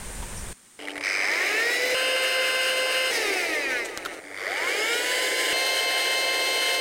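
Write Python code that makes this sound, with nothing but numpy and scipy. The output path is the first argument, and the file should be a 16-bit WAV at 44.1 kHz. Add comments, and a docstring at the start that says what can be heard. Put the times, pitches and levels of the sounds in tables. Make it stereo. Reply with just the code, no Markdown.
"""A breeze and insects are heard first, made of coloured noise, with a soft tap and a small chirp.
The air suddenly turns much quieter, and a small battery air pump for a vinyl pillow starts: its rotor
knocks and rattles on pulsed current, whines up to speed and runs: noise rushes, sines follow the rotor.
Switched off, it coasts down while the nozzle is pulled off the valve with ticks, scuffs and a hard snap.
Abruptly, heard from the front, it starts once more and runs to the end; a quiet yard lies behind it."""
import sys
import numpy as np
from scipy import signal
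from scipy.fft import rfft, irfft, next_fast_len
from scipy.io import wavfile
from scipy.ndimage import uniform_filter1d, minimum_filter1d, map_coordinates

SR = 44100
rng = np.random.default_rng(int(sys.argv[2]) if len(sys.argv) > 2 else 0)


def dump(signal):
    """Clip the signal to [-1, 1] and save it as 16-bit WAV at the path in sys.argv[1]."""
    limited = np.clip(np.atleast_2d(signal).T, -1, 1)
    pcm = np.round(limited * 32767).astype(np.int16)
    wavfile.write(sys.argv[1], SR, pcm)


N = 300266
TIME = np.arange(N) / SR  # seconds
CHOP_HZ = 97.3  # current pulses per second during a soft start

# Rotor speed, rising along an S-curve. Each row: time in seconds, turns per second.
FIRST_START_SPEED = [(0.79, 0.5), (0.92, 31.4), (1.05, 104.4), (1.18, 201.0), (1.31, 299.1), (1.44, 380.0),
                     (1.56, 435.6), (1.66, 471.0), (1.75, 488.5), (1.85, 501.1), (1.945, 507.2)]
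# Full-speed settings in dB, in order: low airflow, housing rasp, jet hiss, whine.
FIRST_START_LEVELS = (-34.2, -29.6, -37, -19.6)
# How those four layers grow. Each row: dB lower at rest, turns per second by which most is gained.
FIRST_START_GROWTH = [(9, 270), (3, 250), (3, 250), (57.8, 240)]
# Peaks and dips of housing and nozzle, as the pump is held. Each row: centre in Hz, width in Hz, dB.
FIRST_START_BODY = [(298, 60, 4), (675, 130, 3), (961, 167, -3.5), (2180, 580, 10.5), (2860, 300, 7),
                    (3300, 250, -5), (3950, 450, 4), (4650, 450, -9), (5680, 578, -14.0),
                    (5700, 1800, 10.5), (7140, 3300, -6), (10100, 960, -4.4), (11988, 690, -4.9)]
# Strength of the rotor's harmonics. Each row: multiple of the speed, dB.
FIRST_START_HARMONICS = [(1, 6.6), (2, -19.7), (3, -0.4), (4, 3.8), (5, 5.1), (6, 10.9), (7, 11.9),
                         (8, 11.1), (9, 4.6), (10, 5.7), (11, 3.6), (12, 3.4), (13, -1.9), (14, -2.4),
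                         (15, -1.8), (16, 3.5), (17, -2.7), (18, -0.7), (19, 1.9), (20, -3.4), (21, -7.0),
                         (22, -2.0), (23, -8.8), (24, -1.2), (25, -6.1), (26, -14.2)]
# How the plastic shell passes the sweeping harmonics. Each row: frequency in Hz, dB.
FIRST_START_SHELL = [(100, -45), (260, -36), (480, -19), (700, 0), (950, -15), (1400, -19), (1680, -19),
                     (1820, -10), (2100, -17), (2240, -19), (2380, -28), (2660, -26), (2800, -38),
                     (3000, -35), (3480, -42), (3720, -32), (3960, -31), (4440, -36), (5160, -25),
                     (5880, -35), (6600, -32), (8300, -39), (9200, -36), (11000, -43), (13500, -32)]
# Tone colour of the slow rotor's rattle. Each row: frequency in Hz, relative dB per Hz.
FIRST_RATTLE = [(650, -48), (1100, -18.5), (1750, -8), (2200, 1), (2460, -5), (2790, -24), (3010, -14),
                (3300, -26.5), (4100, -19), (4400, -24), (4900, -12.5), (5300, -14), (5700, -24),
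                (6170, -17), (6680, -32), (8260, -24.5), (12400, -44), (14600, -38), (16000, -47)]


def first_start():
    """Chopped current sets the rotor turning, and its tones climb as it gains speed."""
    motion = running_up(.79, 1.945, FIRST_START_SPEED, FIRST_START_LEVELS, FIRST_START_GROWTH)
    start = dict(colour=FIRST_RATTLE, loose_s=1.026, swell_s=.006, rattle_db=-21.6, held_db=22,
                 pulse_s=1.0366, hum_db=-42)
    return pump(motion, FIRST_START_BODY, FIRST_START_HARMONICS, shimmer_db=2.8, bearing_db=-13,
                throb=.3, shell=FIRST_START_SHELL, start=start, ripple_db=-52)


# Running speed, wavering slightly with the load. Each row: time in seconds, turns per second.
FIRST_RUN_SPEED = [(1.945, 517.3), (2.05, 519.2), (2.25, 520.6), (2.45, 518.7), (2.85, 518.7),
                   (3.112, 519.8)]
# Settings in dB, in order: low airflow, housing rasp, jet hiss, whine.
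FIRST_RUN_LEVELS = (-36.7, -28.7, -35.6, -31.2)
# Peaks and dips of housing and nozzle. Each row: centre in Hz, width in Hz, dB.
FIRST_RUN_BODY = [(285, 160, -3), (656, 63, 1), (964, 210, -8), (1600, 940, 8), (1930, 140, -12.1),
                  (2860, 340, 17), (3370, 160, -12), (4730, 380, -17), (4850, 130, 22), (5795, 551, -6),
                  (7349, 682, -14.0), (7530, 2146, 7.2), (14018, 824, 4.5)]
# Strength of the rotor's harmonics. Each row: multiple of the speed, dB.
FIRST_RUN_HARMONICS = [(1, -0.5), (2, -10.0), (3, -4.5), (4, -1.6), (5, -5), (6, -8), (7, -13), (8, -10),
                       (9, -13), (10, -10.5), (11, -29), (12, -24.5), (14, -32.6), (16, -17), (17, -18.5),
                       (18, -28.1), (19, -23), (20, -33), (24, -29), (25, -38.0), (26, -27.2)]


def first_run():
    """Near full speed, the load only slightly bends the steady whine."""
    motion = running(1.945, 3.112, FIRST_RUN_SPEED, FIRST_RUN_LEVELS)
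    return pump(motion, FIRST_RUN_BODY, FIRST_RUN_HARMONICS, shimmer_db=1.5, bearing_db=-12, throb=.12)


# Speed after switching off, falling almost exponentially. Each row: time in seconds, turns per second.
COASTING_SPEED = [(3.112, 489.3), (3.2, 445.7), (3.3, 398.4), (3.43, 346.6), (3.56, 303.0), (3.68, 267.5),
                  (3.8, 235.9), (3.91, 211.3), (4.01, 185.6), (4.1, 165.6), (4.195, 149.1)]
# Settings in dB as the coast begins, in order: low airflow, housing rasp, jet hiss, whine.
COASTING_LEVELS = (-33.6, -27.6, -35.6, -29)
# dB lost each time the speed halves, for the same four layers in order.
LOSS_PER_HALVING = (2, 8.5, 6, 11.7)
# Further dB lost once the pump is free of the valve, for the same four layers in order.
LOSS_WHEN_FREE = (3, 5, 5, 8)
# Peaks and dips of housing and nozzle. Each row: centre in Hz, width in Hz, dB.
COASTING_BODY = [(350, 140, 4), (1057, 98, -9), (1410, 75, -9), (2250, 840, 14), (2439, 219, -8),
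                 (2900, 300, 5), (3370, 120, -11), (4000, 438, 5), (4800, 1500, -6), (6022, 240, 5),
                 (7300, 560, -7)]
# Strength of the rotor's harmonics. Each row: multiple of the speed, dB.
COASTING_HARMONICS = [(1, 4.3), (2, 7.3), (3, -10.8), (4, -6.6), (5, -7.5), (6, 1.1), (7, 3.4), (8, 2.4),
                      (9, 4.0), (10, 2.2), (11, 3.1), (12, 2.1), (13, 3.0), (14, 3.7), (15, 1.2),
                      (16, -1.2), (17, 0.9), (18, 1.7), (19, -2.8), (20, -2.5), (21, -2.3), (22, -0.3),
                      (23, -1.5), (24, -0.1), (25, -3.1), (26, -1.6)]
# How the plastic shell passes the sweeping harmonics. Each row: frequency in Hz, dB.
COASTING_SHELL = [(100, -45), (170, -12), (260, -23), (350, -9), (480, -7), (700, -13), (950, -27),
                  (1200, -2), (1680, -3), (1820, 2), (1960, -1), (2100, 0), (2240, -9), (2520, -4),
                  (2800, -19), (3000, -15), (3480, -24), (3720, -13), (4440, -20), (4680, -10), (4920, -18),
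                  (5160, -11), (5400, -21), (8300, -25), (9200, -19), (11000, -45)]


def coast_down(twist_s=3.64, flare_db=3.2, free_s=3.835, fade_s=.018):
    """The rotor slows and fades; the whine flares in the twist off the valve, then all layers drop."""
    t = times(3.112, 4.195)
    speed = speed_curve(COASTING_SPEED, t)
    free = step(t, free_s, fade_s)
    halvings = np.log2(speed[0] / speed)
    levels = np.array(COASTING_LEVELS)[:, None] - np.outer(LOSS_PER_HALVING, halvings)
    levels -= np.outer(LOSS_WHEN_FREE, free)
    levels[-1] += flare_db * step(t, twist_s, fade_s) * (1 - free)  # the last layer is the whine
    return pump((t, speed, levels), COASTING_BODY, COASTING_HARMONICS, shimmer_db=3.0, bearing_db=-30,
                throb=.4, shell=COASTING_SHELL)


# Rotor speed, rising along an S-curve. Each row: time in seconds, turns per second.
SECOND_START_SPEED = [(4.195, 0.0), (4.29, 35.0), (4.39, 124.4), (4.49, 223.9), (4.59, 304.6),
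                      (4.69, 367.6), (4.8, 423.4), (4.92, 468.7), (5.05, 495.0), (5.2, 508.3),
                      (5.36, 514.4), (5.53, 517.0)]
# Full-speed settings in dB, in order: low airflow, housing rasp, jet hiss, whine.
SECOND_START_LEVELS = (-33.3, -28, -33.7, -43.2)
# How those four layers grow. Each row: dB lower at rest, turns per second by which most is gained.
SECOND_START_GROWTH = [(13, 220), (13, 310), (11, 280), (25, 240)]
# Peaks and dips of housing and nozzle. Each row: centre in Hz, width in Hz, dB.
SECOND_START_BODY = [(236, 87, -9), (656, 420, -0.5), (1120, 280, -17), (1700, 330, 7), (1960, 150, -4),
                     (2187, 140, 11), (2530, 430, -14.5), (2870, 690, 13.5), (4430, 250, -13),
                     (5640, 300, -11)]
# Strength of the rotor's harmonics. Each row: multiple of the speed, dB.
SECOND_START_HARMONICS = [(1, 28.2), (2, 30.8), (3, 16.3), (4, 13.9), (5, 11.6), (6, 16.9), (7, 12.8),
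                          (8, 15.3), (9, 2.7), (10, -0.3), (11, 1.2), (12, 3.5), (13, -3.6), (14, -5.4),
                          (15, -7.6), (16, -0.3), (17, -8.3), (18, -8.2), (19, -10.6), (20, -13.5),
                          (21, -9.5), (22, -15.1), (23, -16.0), (24, -15.3), (25, -19.7), (26, -19.8)]
# How the plastic shell passes the sweeping harmonics. Each row: frequency in Hz, dB.
SECOND_START_SHELL = [(230, -42), (350, -28), (480, -21), (700, -31), (950, -33), (1200, -16), (1420, -6),
                      (1550, -17), (1700, -9), (2000, -7), (2200, 2), (2400, -6), (2650, -24), (3000, -16),
                      (3600, -16), (4150, -14), (4500, -1), (4850, -4), (5150, 3), (5500, -12), (6000, -16),
                      (6800, -2), (8300, 0), (11000, -9), (13500, 0)]
# Tone colour of the slow rotor's rattle. Each row: frequency in Hz, relative dB per Hz.
SECOND_RATTLE = [(650, -41), (1100, -12), (1590, -7.5), (2200, 0), (2640, -23), (3490, -16.5), (4130, -27),
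                 (4610, -15.5), (5840, -28), (6980, -26), (7990, -36), (8840, -28), (10800, -36),
                 (14300, -37), (16000, -57)]


def second_start():
    """The same soft start with another tone colour, as the pump is heard from the front."""
    motion = running_up(4.195, 5.53, SECOND_START_SPEED, SECOND_START_LEVELS, SECOND_START_GROWTH)
    start = dict(colour=SECOND_RATTLE, loose_s=4.355, swell_s=.042, rattle_db=-26, held_db=19,
                 pulse_s=4.4765, hum_db=-50)
    return pump(motion, SECOND_START_BODY, SECOND_START_HARMONICS, shimmer_db=1.5, bearing_db=-15.5,
                throb=.12, shell=SECOND_START_SHELL, start=start, ripple_db=-36.5)


# Running speed, wavering slightly with the load. Each row: time in seconds, turns per second.
SECOND_RUN_SPEED = [(5.53, 525.1), (5.65, 526.2), (5.85, 526.7), (6.15, 525.3), (6.45, 526.5),
                    (6.81, 527.3)]
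# Settings in dB, in order: low airflow, housing rasp, jet hiss, whine.
SECOND_RUN_LEVELS = (-34.2, -30.3, -33.8, -33.7)
# Peaks and dips of housing and nozzle. Each row: centre in Hz, width in Hz, dB.
SECOND_RUN_BODY = [(239, 220, -8), (744, 150, 0.5), (1150, 210, -15.5), (1985, 80, -8.2), (2440, 110, -17),
                   (2740, 130, -12), (3036, 240, 14.5), (4090, 350, 8.5), (4820, 190, -15),
                   (7300, 560, -6.6), (9541, 3100, 8), (9749, 920, -10.5), (14311, 569, 5.7)]
# Strength of the rotor's harmonics. Each row: multiple of the speed, dB.
SECOND_RUN_HARMONICS = [(1, -5.5), (2, -6), (3, -9), (4, 3), (5, -2.5), (6, -5), (7, -10), (8, -1),
                        (9, -12), (10, -16), (11, -17), (12, -13), (13, -20.6), (14, -34), (15, -32),
                        (16, -10.5), (18, -29.3), (20, -29.5), (21, -31.9), (22, -25), (24, -31.9),
                        (25, -19), (26, -26)]


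def second_run():
    """Steady turning again, with steadier harmonics and stronger bearing tones."""
    motion = running(5.53, 6.81, SECOND_RUN_SPEED, SECOND_RUN_LEVELS)
    return pump(motion, SECOND_RUN_BODY, SECOND_RUN_HARMONICS, shimmer_db=.3, bearing_db=-6, throb=.12)


def pump(motion, body, harmonics, shimmer_db, bearing_db, throb, shell=None, start=None, ripple_db=None,
         wobble=0.00053, waver_db=.6):
    """One stretch of the pump: rushing air, rotor whine and, from rest, the soft start."""
    t, speed, (flow_db, rasp_db, hiss_db, whine_db) = motion
    turns = np.cumsum(speed * (1 + wobble * drift(35.8, t))) / SR
    air_levels = [db + waver_db * drift(9, t) for db in (flow_db, rasp_db, hiss_db)]
    flow, rush = airflow(t, speed, body, *air_levels)
    rush = rush * (1 + throb * np.cos(2 * np.pi * turns))  # the impeller rubs once a turn
    if start:
        share, rattle, hum = soft_start(t, speed, **start)
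        rush = np.sqrt(1 - share) * rush + np.sqrt(share) * rattle
        rush = rush + hum + ripple(t, speed, turns, ripple_db)
    tones = from_db(whine_db) * whine(t, speed, turns, harmonics, shell, shimmer_db)
    tones = tones + from_db(rasp_db + bearing_db) * bearing(t, turns, speed)
    out = np.zeros(N)
    out[np.searchsorted(TIME, t)] = flow + rush + tones
    return out


# Broad tone colour of the rushing air. Each row: frequency in Hz, dB.
AIR_COLOUR = [(100, -31), (200, -30), (300, -9), (480, -2.5), (1100, -13.5), (2000, -4.5), (3500, -14.5),
              (5000, -15.5), (9000, -19), (12000, -26.5), (16000, -29.5)]


def airflow(t, speed, body, flow_db, rasp_db, hiss_db, flutter_db=1.32, top_power=0.83):
    """Turbulence through the housing, as (low flow, upper rush); the top opens with speed."""
    def band(low_hz, high_hz):
        def gain_at(hz):
            edges = ((1 + (low_hz / (hz + 1)) ** 16) * (1 + (hz / high_hz) ** 16)) ** -.5
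            return from_db(at_hz(AIR_COLOUR, hz) + bells(body, hz)) * edges
        return noise(gain_at, len(t))
    flow = from_db(flow_db) * band(60, 1150)
    rasp = from_db(rasp_db) * band(1150, 3400)
    hiss = from_db(hiss_db) * band(3400, 18000)
    dull = signal.sosfiltfilt(signal.butter(2, 7500, fs=SR, output="sos"), hiss)
    usual_speed = np.average(speed, weights=from_db(hiss_db) ** 2)
    opening = (np.maximum(speed, 140) / usual_speed) ** top_power
    rush = rasp + dull + opening * (hiss - dull)
    return flow, rush * from_db(flutter_db * drift(44.43, t))


def whine(t, speed, turns, harmonics, shell, shimmer_db):
    """Rotor harmonics swell and fade at random, and with the shell's resonances where these are given."""
    out = 0
    for multiple, db in harmonics:
        shell_db = at_hz(shell, multiple * speed) if shell else 0
        level_db = db + shimmer_db * drift(30.58, t) + shell_db
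        out = out + from_db(level_db) * np.sin(2 * np.pi * (round(multiple) * turns + rng.random()))
    return np.sqrt(2) * out


# Pitches of the bearing tones, as multiples of the rotor speed.
BEARING_PITCHES = [1.336, 9.24]
# The same tones in order. Each row: dB, phase wander in cycles.
BEARING_TONES = [(0.78, 0.13), (-0.31, 0.065)]


def bearing(t, turns, speed, onset_speed=460):
    """The ball bearings sing unsteadily between the rotor's harmonics, only near full speed."""
    singing = 1 / (1 + (onset_speed / speed) ** 12)
    out = 0
    for multiple, (db, wander) in zip(BEARING_PITCHES, BEARING_TONES):
        cycles = multiple * turns + wander * drift(40, t)
        out = out + singing * from_db(db) * np.sin(2 * np.pi * cycles)
    return out


# Hum of the windings under chopped current. Each row: multiple of the pulse rate, dB.
WINDING_HUM = [(1, -46), (3, 2), (4, -6), (5, -11.5), (6, -45.5), (7, -10.5), (8, -6.5), (9, -7)]


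def soft_start(t, speed, colour, loose_s, swell_s, rattle_db, held_db, pulse_s, hum_db,
               smooth_speed=320, hum_speed=85, thump_db=-62):
    """Current pulses rattle the rotor until its inertia smooths them out: (pulsed share, rattle, hum)."""
    share = 1 / (1 + (speed / smooth_speed) ** 6)
    depth = 1 / (1 + (speed / (2.4 * smooth_speed)) ** 3)
    # The rattle is held_db weaker until the rotor breaks loose.
    strength = from_db(rattle_db - held_db * (1 - step(t, loose_s, swell_s)))
    pulses = 0.08 + 0.46 * chop(t, pulse_s, decay_s=0.0017) ** 2
    rattle = strength * coloured(colour, len(t)) * np.sqrt(1 - depth + depth * pulses)
    windings = sum(from_db(db) * np.sin(2 * np.pi * (round(k) * CHOP_HZ * t + rng.random()))
                   for k, db in WINDING_HUM)
    fade_in = np.minimum((t - t[0]) / 0.062, 1)
    hum = from_db(hum_db) * windings * fade_in / (1 + (speed / hum_speed) ** 4)
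    thump = from_db(thump_db) * share * np.minimum(speed / hum_speed, 1) * np.sin(2 * np.pi * CHOP_HZ * t)
    return share, rattle, hum + thump


def chop(t, pulse_s, decay_s, uneven_db=1.0):
    """Current pulses: a quick rise and a decay in every period, each of its own strength."""
    pulse, phase = np.divmod((t - pulse_s) * CHOP_HZ, 1)
    age = phase / CHOP_HZ
    strengths = from_db(uneven_db * rng.standard_normal(512))
    return rms_one(age * np.exp(-age / decay_s) * strengths[pulse.astype(int) % len(strengths)])


def ripple(t, speed, turns, level_db, shimmer_db=3, loudest_speed=275, speed_range=105):
    """Under heavy current the three-pole armature sings at three times the speed, not near full speed."""
    strength = np.exp(-((speed - loudest_speed) / speed_range) ** 2)
    strength = strength * from_db(level_db + shimmer_db * drift(30, t))
    return np.sqrt(2) * strength * np.sin(2 * np.pi * 3 * turns)


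# Short runs with gaps between them; within a run, one knock per current pulse.
# Each row: first moment in seconds, end in seconds, middle level setting in dB, ring in Hz.
KNOCK_RUNS = [(.7905, .858, -37, 3050), (.8725, .888, -28, 2050), (.894, .919, -32, 3000),
              (.9555, .971, -30, 2000), (.977, .982, -25.5, 2000), (1.009, 1.014, -28, 2200),
              (4.238, 4.243, -36, 1990), (4.282, 4.287, -41, 1870)]
# Tone colour of a knock. Each row: frequency in Hz, dB.
KNOCK_TONE = [(300, -14), (700, -19), (1200, -2), (1900, 2.5), (3000, -2.5), (4000, -5.5), (6500, -16),
              (9000, -9.5), (16000, -32)]


def rotor_knocks(spread_db=1.1):
    """The barely turning rotor knocks against its play in short runs, one knock per current pulse."""
    out = np.zeros(N)
    for first, last, db, ring_hz in KNOCK_RUNS:
        def colour_db(hz):
            return at_hz(KNOCK_TONE, hz) + bells([(ring_hz, 550, 13)], hz)
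        for s in np.arange(first, last, 1 / CHOP_HZ):
            out += burst(s, db + spread_db * rng.standard_normal(), .0014, .0039, colour_db)
    return out


# A soft tap and a small chirp outdoors, then ticks, squeaks and scuffs of nozzle and vinyl.
# Each row: start in seconds, level setting in dB, rise in seconds, decay in seconds, ring in Hz, ring in dB.
SHORT_SOUNDS = [(.222, -35, .006, 0.011, 960, 20), (.362, -42.5, .014, 0.026, 5760, 40),
                (3.844, -32.5, 0.013, .008, 7600, 12), (3.9745, -18, .0004, 0.0011, 3980, 0),
                (3.980, -30, 0.00041, .002, 3600, 10), (4.049, -26, 0.002, 0.0033, 1390, 14),
                (4.057, -28.5, .002, 0.0033, 3400, 10), (4.059, -25.5, 0.0016, 0.0056, 1310, 18),
                (4.125, -43, .015, .015, 12000, -2)]
# Tone colour shared by these sounds, that of vinyl. Each row: frequency in Hz, dB.
VINYL_COLOUR = [(200, 0), (1200, 5), (4000, 3), (8000, -2.5), (12000, -6), (16000, -15)]


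def taps_and_handling():
    """A soft tap and a small chirp outdoors, then nozzle and vinyl touch and rub: short ringing noises."""
    out = np.zeros(N)
    for s, db, rise_s, decay_s, ring_hz, ring_db in SHORT_SOUNDS:
        def colour_db(hz):
            return at_hz(VINYL_COLOUR, hz) + bells([(ring_hz, 0.35 * ring_hz, ring_db)], hz)
        out += burst(s, db, rise_s, decay_s, colour_db)
    return out


def snap(s=3.975, db=-13, ring_hz=7000, decay_s=0.00017):
    """The nozzle slips off the valve with one hard, very short tick."""
    age = np.maximum(TIME - s, 0)
    return from_db(db) * np.sin(2 * np.pi * ring_hz * age) * np.exp(-age / decay_s)


# Air of the breezy first moment. Each row: frequency in Hz, relative dB per Hz.
BREEZE_COLOUR = [(88, -25), (150, -7), (217, -3), (309, -13.5), (348, -5.5), (475, -6.5), (649, -12),
                 (923, -9.5), (1310, -14.5), (1500, -10), (4670, -20), (5680, -18.5), (9080, -10.5),
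                 (10200, -22.5), (16000, -28)]
# Air of the quiet yard behind the pump. Each row: frequency in Hz, relative dB per Hz.
YARD_COLOUR = [(18, -40), (30, -1.5), (81, -49), (118, -7.5), (149, -18.5), (189, -4), (632, -15.5),
               (1810, -13), (4650, -18), (8300, -10), (9220, -12.5), (10500, -24), (16000, -25)]
# The insects, strongest near 9 kHz. Each row: frequency in Hz, relative dB per Hz.
INSECT_COLOUR = [(6500, -33), (8000, -20), (8800, 12), (9500, 8), (10200, -23), (12000, -45)]


def outdoors(breeze_end_s=.53, breeze_db=-39.5, yard_db=-54.5, near_insects_db=-48, far_insects_db=-58):
    """Breeze and a steady insect chorus, both coloured noise, suddenly much quieter."""
    early = TIME < breeze_end_s
    breeze = from_db(breeze_db) * coloured(BREEZE_COLOUR)
    yard = from_db(yard_db) * coloured(YARD_COLOUR)
    insects_db = np.where(early, near_insects_db, far_insects_db) + 1.0 * drift(26.1, TIME)
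    return np.where(early, breeze, yard) + from_db(insects_db) * coloured(INSECT_COLOUR)


# Rumble of wind on the microphone. Each row: frequency in Hz, relative dB per Hz.
WIND_COLOUR = [(8, 1), (20, 1.5), (55, 2), (110, -7.5), (200, -13), (400, -46.5)]
# Gusts. Each row: start in seconds, end in seconds, dB, fade in seconds.
WIND_GUSTS = [(-.1, .53, -38.5, .002), (3.17, 4.15, -61, .03)]


def wind(calm_db=-80):
    """Gusts buffet the microphone with low rumble; between them the air is nearly calm."""
    strength = from_db(calm_db)
    for first, last, db, fade_s in WIND_GUSTS:
        strength = strength + from_db(db) * step(TIME, first, fade_s) * (1 - step(TIME, last, fade_s))
    return strength * from_db(1.9 * drift(15, TIME)) * coloured(WIND_COLOUR)


def running_up(first_s, last_s, speeds, full_db, growth):
    """From rest to full speed, every layer growing with it: (times, speed, levels)."""
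    t = times(first_s, last_s)
    speed = speed_curve(speeds, t)
    levels = [full - lack * np.exp(-(speed / knee) ** 2) for full, (lack, knee) in zip(full_db, growth)]
    return t, speed, np.array(levels)


def running(first_s, last_s, speeds, full_db):
    """Steady work at full speed: (times, speed, levels)."""
    t = times(first_s, last_s)
    return t, np.interp(t, *np.transpose(speeds)), np.outer(full_db, np.ones(len(t)))


def speed_curve(points, t):
    """A smooth curve through points of seconds and turns per second, never below 1 turn per second."""
    along = np.linspace(0, len(points) - 1, 400)
    s, speed = (map_coordinates(column, [along], mode="nearest") for column in np.transpose(points))
    return np.maximum(np.interp(t, s, speed), 1)


def times(first_s, last_s):
    """The sample times of a stretch."""
    return TIME[(TIME >= first_s) & (TIME < last_s)]


def burst(s, db, rise_s, decay_s, colour_db, size=8192):
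    """A short sound: coloured noise that swells and dies."""
    age, out, start = TIME[:size], np.zeros(N), round(s * SR)
    envelope = np.minimum(age / rise_s, 1) * np.exp(-np.maximum(age - rise_s, 0) / decay_s)
    out[start:start + size] = from_db(db) * envelope * noise(lambda hz: from_db(colour_db(hz)), size)
    return out


def from_db(db):
    """Decibels to gain."""
    return 10 ** (np.asarray(db) / 20)


def rms_one(x):
    """Scale to an rms (average strength) of 1."""
    return x / np.sqrt(np.mean(x ** 2) + 1e-20)


def at_hz(points, hz):
    """Read a spectrum on a log-frequency axis."""
    f, db = np.transpose(points)
    return np.interp(np.log(hz + 1), np.log(f), db)


def bells(resonances, hz):
    """Summed dB of bell-shaped peaks and notches."""
    return sum(db / (1 + (2 * (hz - centre) / width) ** 2) for centre, width, db in resonances)


def noise(gain_at, size):
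    """Noise of rms 1 whose spectrum follows a function of frequency."""
    padded = next_fast_len(size, True)
    hz = np.arange(padded // 2 + 1) * SR / padded
    spectrum = rfft(rng.standard_normal(padded)) * gain_at(hz)
    return rms_one(irfft(spectrum, padded)[:size])


def coloured(points, size=N):
    """Noise of rms 1 with a tabled spectrum."""
    return noise(lambda hz: from_db(at_hz(points, hz)), size)


def drift(rate, t):
    """Random wavering of rms 1, heading for a new value `rate` times a second."""
    steps = rng.standard_normal(4096)
    return rms_one(np.interp((t - t[0]) * rate, np.arange(len(steps)), steps))


def step(t, at_s, fade_s):
    """A smooth change from 0 to 1 around a moment."""
    return .5 + .5 * np.tanh((t - at_s) / (2 * fade_s))


def scene():
    """Five stretches of the pump, the short sounds and the yard, the same in both channels."""
    motor = first_start() + first_run() + coast_down() + second_start() + second_run()
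    short_sounds = rotor_knocks() + taps_and_handling() + snap()
    return np.tile(motor + short_sounds + outdoors() + wind(), (2, 1))


def record(dry, ceiling=0.17, cutoff_hz=15900):
    """A fast limiter holds the peaks down; the top is cut."""
    gain = np.minimum(1, ceiling / (np.abs(dry[0]) + 1e-9))
    gain = uniform_filter1d(minimum_filter1d(gain, size=65), size=65)
    top_cut = signal.ellip(12, .1, 80, cutoff_hz, fs=SR, output="sos")
    return signal.sosfilt(top_cut, dry * gain)


dry = scene()
out = record(dry)
dump(out)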